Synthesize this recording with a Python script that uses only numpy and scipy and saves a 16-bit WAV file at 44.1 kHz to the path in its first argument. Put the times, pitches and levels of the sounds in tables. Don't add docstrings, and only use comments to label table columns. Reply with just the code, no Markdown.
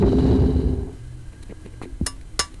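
import sys
import numpy as np
from scipy import signal
from scipy.fft import rfft, irfft
from scipy.io import wavfile

SR = 44100
rng = np.random.default_rng(int(sys.argv[2]) if len(sys.argv) > 2 else 0)


def persist_wave(psi):
    counts = np.round(np.clip(psi, -1, 1) * 32767).astype(np.int16)
    wavfile.write(sys.argv[1], SR, np.atleast_2d(counts).T)


N = 114660

# centre_hz, width_hz, pushed_db, rest_db
RUB_RESONANCES = [(1607, 73, -8, -64), (2937, 180, -4.5, -75), (3974, 230, -0.5, -78.5),
                  (4680, 190, -10, -80)]
# freq_hz, gain_db
LOW_BAND = [(60, -17), (200, 9), (450, 4.5), (700, -15), (1100, -15), (2000, -74)]


def amp(db):
    return 10 ** (np.asarray(db) / 20)


def unit(x):
    return x / np.sqrt(np.mean(x ** 2) + 1e-20)


def add(mix, start_s, sound):
    part = mix[max(round(start_s * SR), 0):][:len(sound)]
    part += sound[:len(part)]


def colour(x, spectrum):
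    hz, db = np.transpose(spectrum)
    gain_db = np.interp(np.log(np.fft.rfftfreq(N, 1 / SR) + 1), np.log(hz), db)
    return unit(irfft(rfft(x) * amp(gain_db), N))


def noise(spectrum):
    return colour(rng.standard_normal(N), spectrum)


def drift(rate_hz):
    lowpass = np.exp(-(np.fft.rfftfreq(N, 1 / SR) / rate_hz) ** 2)
    return unit(irfft(rfft(rng.standard_normal(N)) * lowpass, N))


def resonate(x, hz, width_hz):
    r = np.exp(-np.pi * width_hz / SR)
    return unit(signal.lfilter([1, 0, -1], [1, -2 * r * np.cos(2 * np.pi * hz / SR), r * r], x))


def push_level_db(curve, stop_s=0.891, fall_db_per_s=100):
    t = np.arange(N) / SR
    return np.interp(t, *np.transpose(curve)) - fall_db_per_s * np.maximum(t - stop_s, 0)


def slips(rate_per_s=700, spread_db=2):
    size = amp(spread_db * np.minimum(rng.exponential(1, N), 3))
    return unit(size * rng.choice([-1, 1], N) * (rng.random(N) < rate_per_s / SR))


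def friction_band(hz, width_hz, wander_hz=35.47):
    phase = 2 * np.pi * np.cumsum(hz + wander_hz * drift(rate_hz=13.58)) / SR
    return drift(width_hz) * np.cos(phase) + drift(width_hz) * np.sin(phase)


def cable_judder(full_push_db=-14):
    # freq_hz, gain_db
    body_spectrum = [(60, -11.5), (130, 3.5), (220, -2), (300, -4.5), (420, -2.5), (520, -19), (800, -58),
                     (1200, -54.5), (2400, -62)]
    rumble_spectrum = [(15, -17), (25, -20.5), (70, 6.5), (108, -7), (180, -22.5), (230, -53), (400, -120)]
    scrape_spectrum = [(350, -10.5), (520, -8), (680, 5.5), (820, 0), (1000, -3.5), (1250, -13.5),
                       (1650, -21), (2400, -21.5), (4000, -55)]
    # time_s, level_db
    judder_curve = [(0.0, -22), (0.038, -14), (0.09, -22), (0.136, -16), (0.246, -19.5), (0.264, -15),
                    (0.42, -20), (0.456, -17), (0.506, -21.5), (0.528, -36), (0.556, -21.5), (0.67, -24.5),
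                    (0.986, -43.5), (1.0, -47)]
    rumble_curve = [(0.0, -23), (0.044, -17), (0.076, -17), (0.15, -26.5), (0.246, -17.5), (0.278, -27),
                    (0.31, -17), (0.362, -26.5), (0.42, -13.5), (0.458, -20.5), (0.484, -25), (0.506, -24),
                    (0.59, -19.5), (0.688, -24), (0.704, -23.5), (1.0, -40.5)]
    scrape_curve = [(0, -42), (.12, -43.5), (.3, -37), (.4, -39.5), (.52, -39.5), (.58, -46), (.7, -47.5),
                    (.8, -50), (.9, -51), (.97, -58)]
    # centre_hz, width_hz, max_level_db, slope_db_per_judder_db
    cable_modes = [(206, 17, -18, 3), (256.5, 8.5, -17.5, 1.02), (392.5, 40, -26, 0.8)]
    jerks = slips()
    body = colour(jerks, body_spectrum)
    judder_db = push_level_db(judder_curve)
    judder = amp(judder_db - 4.5) * body
    boom = amp(-4.5) * resonate(body, hz=74.7, width_hz=7.9)
    rumble = amp(push_level_db(rumble_curve)) * (amp(1) * noise(rumble_spectrum) + boom)
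    easing_db = np.minimum(judder_db - full_push_db, 0)
    ring = sum(amp(db + slope * easing_db) * resonate(body, hz, width_hz)
               for hz, width_hz, db, slope in cable_modes)
    scrape = amp(push_level_db(scrape_curve)) * colour(jerks, scrape_spectrum)
    return rumble + judder + ring + scrape


def cable_rasp(flicker_db=2.15):
    # freq_hz, gain_db
    rasp_spectrum = [(600, -10), (1600, 1), (2300, -4), (3000, -8), (3500, -5), (4100, -1), (5000, -8.5),
                     (7000, -13.5), (11000, -22)]
    # time_s, level_db
    rasp_curve = [(0, -54.5), (.1, -51.5), (.2, -48), (.4, -51), (.55, -55.5), (.7, -60.5), (.85, -75),
                  (1, -86)]
    grit = amp(1.5) * noise(rasp_spectrum)
    bands = sum(amp(db) * friction_band(hz, width_hz) for hz, width_hz, db, _ in RUB_RESONANCES)
    return amp(push_level_db(rasp_curve) + flicker_db * drift(rate_hz=37)) * (grit + bands)


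def drone(waver_db=1.3):
    # time_s, pitch_hz, level_db
    path = [(.85, 121.3, -50), (1.0, 121.7, -42), (1.241, 124.3, -38.5), (1.29, 112.1, -55),
            (1.501, 97.6, -48.5), (1.658, 98.5, -44.5), (1.79, 118.7, -43), (1.9, 101.5, -52),
            (2.15, 100.4, -46), (2.6, 105, -97)]
    t = np.arange(N) / SR
    time_s, hz, db = np.transpose(path)
    pitch_hz = np.interp(t, time_s, hz) * (1 + 0.0125 * drift(rate_hz=19.5))
    level_db = np.interp(t, time_s, db) + waver_db * drift(rate_hz=15)
    return np.sqrt(2) * amp(level_db) * np.sin(2 * np.pi * np.cumsum(pitch_hz) / SR)


def light_rubbing(fade_start_s=1.8, fall_db_per_s=20):
    t = np.arange(N) / SR
    bands = sum(amp(db) * friction_band(hz, width_hz) for hz, width_hz, _, db in RUB_RESONANCES)
    return bands * amp(-fall_db_per_s * np.maximum(t - fade_start_s, 0))


def background():
    # pitch_hz, level_db
    whine_partials = [(2046, -72), (3070, -74), (4093, -74.5)]
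    hum_modes = [(260, -60), (311, -55), (352, -64.5)]
    # freq_hz, gain_db
    floor_spectrum = [(20, 0), (40, 2.5), (70, -1), (110, -7.5), (170, -17.5), (300, -27.5), (450, -26.5),
                      (700, -32), (1300, -35), (1900, -37.5), (3400, -41), (5000, -43.5), (9500, -40),
                      (11000, -47)]
    t = np.arange(N) / SR
    whine = np.sqrt(2) * sum(amp(db) * np.sin(2 * np.pi * hz * t) for hz, db in whine_partials)
    hum = sum(amp(db) * resonate(noise(LOW_BAND), hz, width_hz=7.9) for hz, db in hum_modes)
    floor = noise(floor_spectrum) * amp(-38 + 0.8 * drift(rate_hz=60))
    return whine + hum + floor


def head_blow(t, push_db, push_hz, ring_db, ring_rise_s=0.0046):
    # freq_hz, gain_db, t60_s
    head_modes = [(265.8, -2.5, 0.48), (297.3, 2, 0.047), (349.5, 1.5, 0.15), (389, -23, 0.21)]
    cycles = push_hz * t
    push = -2 * np.sin(2 * np.pi * cycles) * np.exp(-1.6 * cycles) * (1 - np.exp(-4 * cycles))
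    ring = sum(amp(db - 60 * t / t60_s) * np.sin(2 * np.pi * hz * t) for hz, db, t60_s in head_modes) / 2
    return amp(push_db) * push + amp(ring_db) * ring * np.minimum(t / ring_rise_s, 1)


def knocks(tick_t60_s=0.045):
    # start_s, push_db, push_hz, ring_db, tick_db
    hard_knocks = [(0.0256, -12, 746, -10, -31), (.131, -12, 500, -20, -48), (.300, -26, 612, -10, -42),
                   (1.524, -22.5, 388, -49, -50), (1.816, -25.5, 296, -39, -31),
                   (1.835, -20.5, 295, -34, -48)]
    # start_s, push_db, push_hz, ring_db
    soft_bumps = [(1.855, -27.5, 385, -27), (1.928, -25, 49.5, -62), (2.0126, -9.5, 205, -26.5),
                  (2.022, -14, 75, -36), (2.035, -22.5, 68.3, -40)]
    # freq_hz, gain_db
    tick_spectrum = [(400, 0), (850, 2.5), (1200, 9), (1750, -7), (2200, -19), (4000, -22), (6000, -48)]
    out, t = np.zeros(N), np.arange(SR // 4) / SR
    for start_s, push_db, push_hz, ring_db, tick_db in hard_knocks:
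        tick = noise(tick_spectrum)[:len(t)] * amp(tick_db - 60 * t / tick_t60_s)
        add(out, start_s, head_blow(t, push_db, push_hz, ring_db) + tick)
    for start_s, push_db, push_hz, ring_db in soft_bumps:
        add(out, start_s, head_blow(t, push_db, push_hz, ring_db))
    return out


def scuffs(grit_db=2.94):
    # start_s, length_s, low_db, mid_db, high_db
    shifts = [(1.323, .03, -47, -58, -63.5), (1.422, 0.018, -47, -55, -49), (1.488, 0.033, -37, -52.5, -62),
              (1.645, 0.044, -38.5, -52.5, -59), (1.73, 0.021, -46, -56, -77),
              (1.816, 0.034, -44, -46, -50), (2.211, 0.0069, -66, -52, -53.5),
              (2.506, 0.039, -62, -61, -61), (2.540, 0.0067, -48, -48.5, -50)]
    # freq_hz, gain_db
    mid_band = [(400, -18), (900, 8.5), (1400, -0.5), (2000, 12), (3000, 4.5), (5000, -60)]
    high_band = [(1500, -22), (3000, -3), (4100, 9.5), (5000, -4.5), (10000, 1.5), (12000, -12)]
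    out = np.zeros(N)
    for start_s, length_s, *levels_db in shifts:
        progress = np.arange(0, 2, 1 / (SR * length_s))
        envelope = np.minimum(progress / 0.29, 1) * np.exp(-progress ** 4)
        rub = sum(amp(db) * noise(band) for db, band in zip(levels_db, (LOW_BAND, mid_band, high_band)))
        rub *= amp(grit_db * drift(rate_hz=134))
        add(out, start_s, rub[:len(envelope)] * envelope)
    return out


def treble_lift_db(hz, shelf_db, corner_hz=8700):
    return shelf_db / (1 + (corner_hz / hz) ** 10)


def clacks(crack_t60_s=0.045, tail_t60_s=0.21, tail_db=-16.5, thud_hz=82, thud_t60_s=0.15):
    # start_s, rise_s, ring_db, crack_db, shelf_db
    strikes = [(2.0618, .005, -28.5, -19.5, 10), (2.3922, .0008, -20.5, -11, 0)]
    # freq_hz, gain_db, t60_s
    metal_modes = [(980, -10, .19), (1152, -1.5, .18), (1517, -3, .06), (1728, -11, .17), (1988, 1.5, .05),
                   (2304, -19, .2), (2782, -11, .16), (2893, -7, .13), (3537, -20, .22), (3860, -7, .095),
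                   (4630, -5, .05), (5114, 2, .12), (5233, 6, .095), (5545, -3, .09), (6285, 2, .045),
                   (6526, -1.5, .095), (6855, -1, .08), (7690, -5, .08), (8123, -16, .15), (8990, -1, .065),
                   (9497, -5, .11), (9700, -7, .058), (10830, -15, .07)]
    # freq_hz, gain_db
    crack_spectrum = [(100, -4), (540, 3), (900, 2), (1200, 5), (2000, 6), (2500, -9), (4000, 2),
                      (5200, -5), (6500, 1.5), (8000, -2), (9500, 0), (11000, -10)]
    out, t = np.zeros(N), np.arange(SR // 3) / SR
    thud = np.sin(2 * np.pi * thud_hz * t) * amp(-27 - 60 * t / thud_t60_s)
    tail = amp(tail_db - 60 * t / tail_t60_s)
    for start_s, rise_s, ring_db, crack_db, shelf_db in strikes:
        ring = sum(amp(db + treble_lift_db(hz, shelf_db) - 60 * t / t60_s)
                   * np.sin(2 * np.pi * (hz * t + rng.random())) for hz, db, t60_s in metal_modes)
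        lifted_spectrum = [(hz, db + treble_lift_db(hz, shelf_db)) for hz, db in crack_spectrum]
        burst = amp(-60 * np.maximum(t - rise_s, 0) / crack_t60_s)
        crack = noise(lifted_spectrum)[:len(t)] * (burst + tail)
        attack = np.minimum(t / rise_s, 1)
        add(out, start_s, attack * (amp(ring_db) * ring + amp(crack_db) * crack + thud))
    return out


def scene():
    push = cable_judder() + cable_rasp()
    bed = drone() + light_rubbing() + background()
    return (push + bed + scuffs() + knocks() + clacks())[None]


def record(dry):
    ceiling, knee, cutoff_hz = 0.268, 12, 11650
    clipped = dry / (1 + abs(dry / ceiling) ** knee) ** (1 / knee)
    lowpass = signal.firwin(151, cutoff_hz, window=("kaiser", 9), fs=SR)
    return signal.oaconvolve(clipped, lowpass[None], "same")


dry = scene()
out = record(dry)
persist_wave(out)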